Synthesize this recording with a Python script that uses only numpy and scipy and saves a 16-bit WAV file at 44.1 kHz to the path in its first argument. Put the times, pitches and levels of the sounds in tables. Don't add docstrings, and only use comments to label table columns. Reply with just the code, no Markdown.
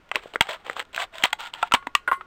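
import sys
import numpy as np
from scipy import signal
from scipy.fft import rfft, irfft, next_fast_len
from scipy.io import wavfile

SR = 44100
rng = np.random.default_rng(int(sys.argv[2]) if len(sys.argv) > 2 else 0)


def to_wav(s):
    ch = np.atleast_2d(s).T
    pcm = np.round(np.clip(ch, -1, 1) * 32767)
    wavfile.write(sys.argv[1], SR, pcm.astype(np.int16))


N = 99798
T = np.arange(N) / SR
HIT = T[:4096]

# t/s, level/dB, middle-mode t60/s, low f/Hz, middle f/Hz, high f/Hz,
# low-mode level/dB, high-mode level/dB, crack level/dB
WALL_SNAPS = [(0.1149, -18, 0.0116, 780, 1266, 2700, 0, 3.5, -6),
              (0.1168, -15.5, 0.012, 860, 1280, 2090, -6.5, 1, -33),
              (0.1575, -20.5, 0.007, 496, 1370, 2700, -7.5, 20, 6.5),
              (0.165, -18.5, 0.02, 486, 1090, 2385, -8.5, -7, -24),
              (0.358, -7.5, 0.00884, 464, 1420, 2090, -8.5, -1, -17.5),
              (0.4086, -9.5, 0.024, 915, 1577, 2253, 2.5, 7.5, 5.5),
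              (0.4101, -11.5, 0.023, 766, 1380, 3235, -4.5, 9, 0.5),
              (.6980, -15.5, 0.013, 522, 1283, 2015, -5.5, 3, -11),
              (0.9784, -9, 0.0097, 682, 1590, 2455, -11.5, -7.5, -25.5),
              (1.2375, -9, 0.014, 357, 1225, 2165, -15, 10.5, 4.5),
              (1.2398, -11.5, 0.014, 817, 2080, 3250, -0.5, 8.5, 2.5),
              (1.2543, -17, 0.024, 736, 1242, 2700, -1.5, 7, 6),
              (1.3296, -10, 0.013, 1450, 2070, 3350, -1, 2.5, -4),
              (1.3307, -13.5, 0.025, 727, 856, 1520, -7, -15, -2),
              (1.5381, -29, 0.0095, 1000, 2940, 3280, 0.5, 11.5, 3.5),
              (1.6282, -10.5, 0.041, 716, 1368, 2420, -8, -11, -9),
              (1.6302, -14.5, 0.032, 890, 1316, 2710, 3.5, -6, -13.5),
              (1.7210, -8, 0.041, 943, 1346, 2600, -14, -13.5, -5),
              (1.7383, -3, 0.024, 257, 1040, 3040, -22.5, 0, -1.5),
              (1.7450, -12.5, 0.013, 1047, 1410, 1880, 10, -1.5, 1),
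              (1.7491, -12.5, 0.021, 942, 1510, 2770, -3, -21, -4),
              (1.8704, -14.5, 0.017, 270, 978, 2070, -14, -2, -11.5),
              (1.9512, -7, 0.019, 1177, 1920, 2820, 5, 5, 2)]
# f/Hz, level/dB
CRACK_SPECTRUM = [(60, -33.5), (400, -12), (900, 0.5), (2000, 3), (3300, 6.5), (5000, -13), (6200, -14.5),
                  (8000, -6), (10000, -27), (14000, -15.5), (17000, -7.5)]
# t/s, level/dB, die-away t60/s
CRACKLE_RUNS = [(.165, -39.5, 0.21), (.414, -24, 0.055), (1.243, -11, 0.071), (1.742, -9.5, 0.05),
                (1.954, -36, 0.051)]
# t/s, peak level/dB, time to peak/s
AIR_PUFFS = [(0.4102, -13.5, 0.00043), (1.2378, -33, 0.000134), (1.63, -23.5, 0.00016),
             (1.742, -17, 0.00028), (1.951, -40, 0.00035)]
# start t/s, rise/s, hold/s, release/s, level/dB, wall f/Hz, rasp tilt/(dB/octave)
CUTTING_STROKES = [(0.131, 0.023, 0.022, 0.038, -36.5, 390, -0.5),
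                   (0.202, 0.023, 0.019, 0.12, -45, 432, 2.5),
                   (0.331, 0.0077, 0.013, 0.016, -39.5, 446, -24),
                   (0.409, 0.0025, 0.016, 0.25, -40.5, 820, 0.5),
                   (0.479, 0.0123, 0.04595, 0.041, -30, 628, 1),
                   (0.644, 0.0076, 0.0707, 0.052, -40.5, 500, 1),
                   (0.755, 0.0088, 0.05, 0.019, -34.5, 520, 1), (0.928, 0.017, 0.039, 0.0058, -37, 645, 2),
                   (0.966, 0.039, 0.021, 0.036, -25.5, 730, 2), (1.12, 0.024, 0.094, 0.0092, -40, 654, 1.5),
                   (1.273, .005, 0.023, 0.031, -49, 760, 2), (1.384, 0.0133, 0.055, 0.064, -32.5, 923, 1.5),
                   (1.53, 0.0066, 0.14, 0.018, -40.5, 917, -0.5)]
# f/Hz, level/dB
RASP_SPECTRUM = [(100, -14.5), (350, -8.5), (550, -1), (1060, 3), (1400, 8), (2370, -1), (3300, 1),
                 (4300, -11.5), (5770, -21.5), (7800, -14), (10000, -32), (13800, -24.5), (16000, -24.5)]
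# t/s, level/dB, tilt/(dB/octave)
EDGE_TICKS = [(0.0909, -38.5, -2), (0.2354, -32, -4), (0.2577, -26.5, -27), (0.337, -29.5, -3),
              (0.3486, -35.5, 5), (0.4222, -17.5, 1.5), (0.470, -27.5, -4), (0.4894, -22, -9),
              (.4925, -23, -9.5), (0.508, -25, -7), (0.532, -22, -1.5), (0.666, -28.5, -4),
              (0.682, -26.5, -7.5), (0.7312, -35, 2), (.7660, -22.5, -8), (.7950, -17, -1),
              (0.801, -17, -3.5), (0.8253, -32.5, -2.5), (.852, -42.5, -2), (.894, -49.5, -5),
              (.9300, -41, 1), (0.934, -36, -2), (0.9468, -23.5, 0.5), (0.9620, -15, -0.5),
              (1.0021, -22.5, -0.5), (1.0195, -21, -0.5), (1.139, -32.5, -5.5), (1.156, -33, 0.5),
              (1.1830, -22, -1.5), (1.224, -22, -4), (1.2338, -23, -1.5), (1.305, -39, 0),
              (1.3267, -31.5, -4), (1.394, -34, -5), (1.406, -22, -0.5), (1.549, -30, -3),
              (1.6272, -22, 1.5), (1.7130, -29, -6.5), (1.8674, -30.5, -9)]
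# t/s, level/dB, main f/Hz, onset t60/s, ring t60/s,
# other modes' level/dB, crack level/dB
SHELL_KNOCKS = [(1.826, -34, 1190, 0.0042, 0.0196, 12, -16), (2.0770, -7.5, 1471, 0.0058, 0.028, 0, -21),
                (2.0830, -19, 1406, 0.001, 0.072, 5, -18), (2.086, -19, 1065, 0.0011, 0.034, 4, -25.5),
                (2.115, -7, 1354, 0.0028, 0.021, 4, -31), (2.1189, 0.5, 1087, 0.0073, 0.018, -21, -48),
                (2.1265, -20.5, 1467, 0.0058, 0.054, 2, -8.5), (2.176, -48, 375.6, 0.0026, 0.35, -6, -12),
                (2.2100, -23.5, 1300, 0.0024, 0.025, 1, -19)]
# f/main f, level/dB
SHELL_MODES = [(0.4, -16), (.8, -14), (1, 2), (1.14, -12), (1.399, -12), (1.948, -22)]
# t/s, low-mode level/dB, high-partial level/dB
BLADE_BLOWS = [(1.2372, -35, -80), (1.738, -28.5, -60), (1.95, -39, -69), (2.076, -37, -57),
               (2.114, -50, -54), (2.129, -27.5, -65.5)]
# mean f/Hz, level/dB, t60/s
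BLADE_MODES = [(1082, 7, 0.14), (1104, -10.5, 0.55), (1425, -12.5, 0.58), (1850, -14, 0.17),
               (2062, -10.5, 0.25), (2950, -30, 0.17)]
# f/Hz, level/dB, t60/s
BLADE_PARTIALS = [(6730, -8, .12), (8000, -4, 0.17), (8000, -13, .2), (8930, 4, 0.094), (9560, 6.5, .12),
                  (9938, 6, .16), (12110, 11.5, .14), (13100, -6, .17), (14320, -8, .14)]
# f/Hz, level/dB
SHIMMER_SPECTRUM = [(100, -60), (780, -10.5), (1100, 11), (1500, -2), (2100, -7), (3300, -18),
                    (5500, -30.5), (9000, -30.5), (16000, -32)]
# f/Hz, level/dB
ECHO_SPECTRUM = [(60, -13.5), (300, -1.5), (1000, -2.5), (3000, -5), (6000, -2), (16000, -7.5)]
# f/Hz, level/dB
AIR_SPECTRUM = [(25, 4), (60, 0.5), (150, -5), (400, -5), (800, -7.5), (1400, -8), (3000, -15.5),
                (5000, -25.5), (8000, -33), (16000, -35.5)]
# f/Hz, level/dB
MIC_RESPONSE = [(20, -1), (9600, -2), (10300, -11.5), (10900, -46.5), (11500, -22.5), (12200, -10.5),
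                (13000, -1), (20000, -25)]

BEND, BEND_S = 0.071, 0.001
TWIN_DB, TWIN_SPREAD = -25.5, 0.037
LINGER_DB, LINGER_T60_S = -43.5, 0.067
RING_FALL = 0.63
LOW_CUT_RATIO = 0.49
SNAP_CRACK_T60_S, KNOCK_CRACK_T60_S, TICK_T60_S = 0.015, 0.066, 0.012

CREASES_PER_S, CREASE_SPREAD_DB, CREASE_CYCLES = 800, 4, 16
CREASE_LOW_HZ, CREASE_HIGH_HZ, CREASE_CLICK_DB = 948, 3920, -8.5

FRACTURES_PER_S, FRACTURE_SPREAD_DB = 3200, 1.5
CATCH_S, CATCH_DB = 0.00484, 3.5
STROKE_CREASE_DB, STROKE_RASP_DB = -5, -3
WALL_DB, WALL_T60_S = -4.5, 0.029
SECOND_WALL_RATIO, SECOND_WALL_DB = 1.571, -8.5
DULL_HZ, EDGE_POWER = 1500, 1.32

SHIMMER_DB, SHIMMER_T60_S = -0.5, 0.12
TING_ROUGH, TING_FLUTTER_S = 1.6, 0.004

ECHO_DELAY_S = 0.0067
EARLY_DB, EARLY_T60_S, ROOM_DB, ROOM_T60_S = -17.5, 0.1, -29, 0.217
PARTED_S, PARTED_CUT_HZ = 1.9, 1000
AIR_DB, TONE_HZ, TONE_WIDTH_HZ, TONE_DB = -56, 1420, 21, -65

CLIP_LEVEL, CLIP_SKEW, TOP_HZ = 0.78, 0.0043, 16200


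def snaps():
    out = np.zeros(N)
    for at, db, t60, low, mid, high, low_db, high_db, crack_db in WALL_SNAPS:
        body = undb(crack_db) * crack(SNAP_CRACK_T60_S)
        for hz, gain in ((low, undb(low_db)), (mid, -1), (high, undb(high_db))):
            ring_t60 = t60 * (mid / hz) ** RING_FALL
            twin_hz = hz * (1 + TWIN_SPREAD * rng.uniform(-0.76, 1))
            panel = bent_mode(hz, ring_t60)
            twin = undb(TWIN_DB) * mode(HIT, twin_hz, ring_t60)
            linger = undb(LINGER_DB) * mode(HIT, hz, LINGER_T60_S)
            body = body + gain * (panel + twin + linger)
        add(out, at, undb(db) * radiate(body, LOW_CUT_RATIO * low))
    return out


def bent_mode(hz, t60):
    phase_time = HIT - BEND * BEND_S * (1 - np.exp(-HIT / BEND_S))
    return np.sin(2 * np.pi * hz * phase_time) * fade(HIT, t60)


def crack(t60, tilt_db=0):
    noise = rng.standard_normal(len(HIT))
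    burst = colour(noise * fade(HIT, t60), CRACK_SPECTRUM, tilt_db)
    return burst / np.std(colour(noise, CRACK_SPECTRUM, tilt_db))


def crackles():
    out = np.zeros(N)
    for at, db, t60 in CRACKLE_RUNS:
        run = radiate(creases(len(HIT)), CREASE_LOW_HZ)
        add(out, at, undb(db) * run * fade(HIT, t60))
    return out


def creases(count):
    rings, clicks = np.zeros(count), np.zeros(count)
    for k, (when, pitch, strength) in enumerate(rng.random(size=(300, 3))):
        i = int((k + when) / CREASES_PER_S * SR)
        if i < count:
            hz = CREASE_LOW_HZ * (CREASE_HIGH_HZ / CREASE_LOW_HZ) ** pitch
            sign = (-1) ** k
            size = sign * undb(-CREASE_SPREAD_DB * np.log(max(strength, 0.03)))
            grain_time = HIT[:min(count - i, 1024)]
            grain = size * mode(grain_time, hz, CREASE_CYCLES / hz)
            rings[i:i + len(grain)] += grain
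            clicks[i] += size
    return unit(rings) + undb(CREASE_CLICK_DB) * unit(colour(clicks, CRACK_SPECTRUM))


def puffs():
    out = np.zeros(N)
    for at, db, length in AIR_PUFFS:
        pulse = HIT / length * np.exp(1 - HIT / length)
        add(out, at, undb(db) * pulse)
    return out


def cutting():
    out, t = np.zeros(N), T[:N // 8]
    for at, rise, hold, release, db, wall_hz, tilt_db in CUTTING_STROKES:
        size_db = FRACTURE_SPREAD_DB * np.minimum(rng.exponential(size=len(t)), 4)
        impulses = undb(size_db) * rng.choice([-1, 1], len(t))
        happens = rng.random(len(t)) < FRACTURES_PER_S / SR
        swells = undb(CATCH_DB * flutter(len(t), CATCH_S))
        rasp = unit(colour(impulses * happens * swells, RASP_SPECTRUM, tilt_db))
        wall = undb(WALL_DB) * resonate(rasp, wall_hz, WALL_T60_S)
        wall += undb(SECOND_WALL_DB) * resonate(rasp, SECOND_WALL_RATIO * wall_hz, WALL_T60_S)
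        tearing = undb(STROKE_RASP_DB) * rasp + undb(STROKE_CREASE_DB) * creases(len(t))
        sound = radiate(tearing + wall, wall_hz)
        effort = np.interp(t, np.cumsum([0, rise, hold, release]), [0, 1, 1, 0])
        dull = signal.sosfiltfilt(signal.butter(2, DULL_HZ, fs=SR, output="sos"), sound)
        bright = sound - dull
        add(out, at, undb(db) * (effort * dull + effort ** EDGE_POWER * bright))
    return out


def ticks():
    out = np.zeros(N)
    for at, db, tilt_db in EDGE_TICKS:
        add(out, at, undb(db) * crack(TICK_T60_S, tilt_db))
    return out


def knocks():
    out = np.zeros(N)
    for at, db, hz, contact, t60, others_db, crack_db in SHELL_KNOCKS:
        ring = np.zeros(len(HIT))
        for ratio, mode_db in SHELL_MODES:
            level_db = mode_db + others_db * (ratio != 1)
            ring += undb(level_db) * mode(HIT, hz * ratio, t60)
        ring *= 1 - fade(HIT, contact)
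        body = ring + undb(crack_db) * crack(KNOCK_CRACK_T60_S, tilt_db=-6)
        add(out, at, undb(db) * radiate(body, 390))
    return out


def steel():
    out = np.zeros(N)
    for at, db, ting_db in BLADE_BLOWS:
        ring, ting = np.zeros(N), np.zeros(N)
        for hz, mode_db, t60 in BLADE_MODES:
            ring += undb(mode_db) * mode(T, hz + rng.normal(0, 1.5), t60)
        for hz, mode_db, t60 in BLADE_PARTIALS:
            chatter = 1 + TING_ROUGH * flutter(N, TING_FLUTTER_S)
            ting += undb(mode_db) * mode(T, hz, t60) * chatter
        shimmer = unit(colour(rng.standard_normal(N // 4), SHIMMER_SPECTRUM))
        shimmer *= fade(T[:N // 4], SHIMMER_T60_S)
        add(out, at, undb(db) * ring + undb(ting_db) * ting)
        add(out, at, undb(db + SHIMMER_DB) * shimmer)
    return out


def reflections(x, t60, db):
    t = T[:N // 4]
    tail = rng.standard_normal(len(t)) * fade(t, t60) * (t > ECHO_DELAY_S)
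    response = colour(tail / np.linalg.norm(tail), ECHO_SPECTRUM)
    return undb(db) * signal.fftconvolve(x, response)[:N]


def background():
    tone_t60 = np.log(1000) / (np.pi * TONE_WIDTH_HZ)
    tone = resonate(rng.standard_normal(N), TONE_HZ, tone_t60)
    air = unit(colour(rng.standard_normal(N), AIR_SPECTRUM))
    return undb(AIR_DB) * air + undb(TONE_DB) * tone


def radiate(x, hz):
    return signal.sosfilt(signal.butter(2, hz, "high", fs=SR, output="sos"), x)


def resonate(x, hz, t60):
    return unit(signal.fftconvolve(x, mode(HIT, hz, t60))[:len(x)])


def mode(t, hz, t60):
    return np.sin(2 * np.pi * hz * t) * fade(t, t60)


def fade(t, t60):
    return np.exp(-np.log(1000) * t / max(t60, 1e-4))


def flutter(count, step_s):
    return np.interp(T[:count] / step_s, np.arange(count), rng.standard_normal(count))


def colour(x, points, tilt_db=0):
    size = 2 * next_fast_len(len(x))
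    octave = np.log2(np.maximum(np.arange(size // 2 + 1) * SR / size, 1))
    hz, db = np.array(points, float).T
    slope_db = tilt_db * (np.clip(octave, 9, 13) - 11)
    cepstrum = irfft(np.log(undb(np.interp(octave, np.log2(hz), db) + slope_db)))
    cepstrum[1:size // 2] *= 2
    cepstrum[size // 2 + 1:] = 0
    return irfft(rfft(x, size) * np.exp(rfft(cepstrum)))[:len(x)]


def undb(db):
    return 10 ** (np.asarray(db) / 20)


def unit(x):
    return x / np.sqrt(np.mean(x ** 2) + 1e-18)


def add(out, at, x):
    i = max(int(at * SR), 0)
    out[i:i + len(x)] += x[:max(N - i, 0)]


def scene():
    near = snaps() + crackles() + cutting() + ticks() + knocks() + steel()
    parted = np.clip((T - PARTED_S) / 0.02, 0, 1)
    thinned = radiate(radiate(near, PARTED_CUT_HZ), PARTED_CUT_HZ)
    source = (1 - parted) * near + parted * thinned
    early = reflections(source, EARLY_T60_S, EARLY_DB)
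    late = reflections(source, ROOM_T60_S, ROOM_DB)
    return (near + puffs() + early + late + background())[None]


def record(dry):
    x = dry[0] / CLIP_LEVEL
    x = x / (1 + x ** 6) ** (1 / 6)
    uneven = CLIP_LEVEL * (x + CLIP_SKEW * x ** 2)
    heard = colour(uneven, MIC_RESPONSE)
    top_cut = signal.ellip(8, 0.2, 70, TOP_HZ, fs=SR, output="sos")
    return signal.sosfilt(top_cut, heard)[None]


dry = scene()
out = record(dry)
to_wav(out)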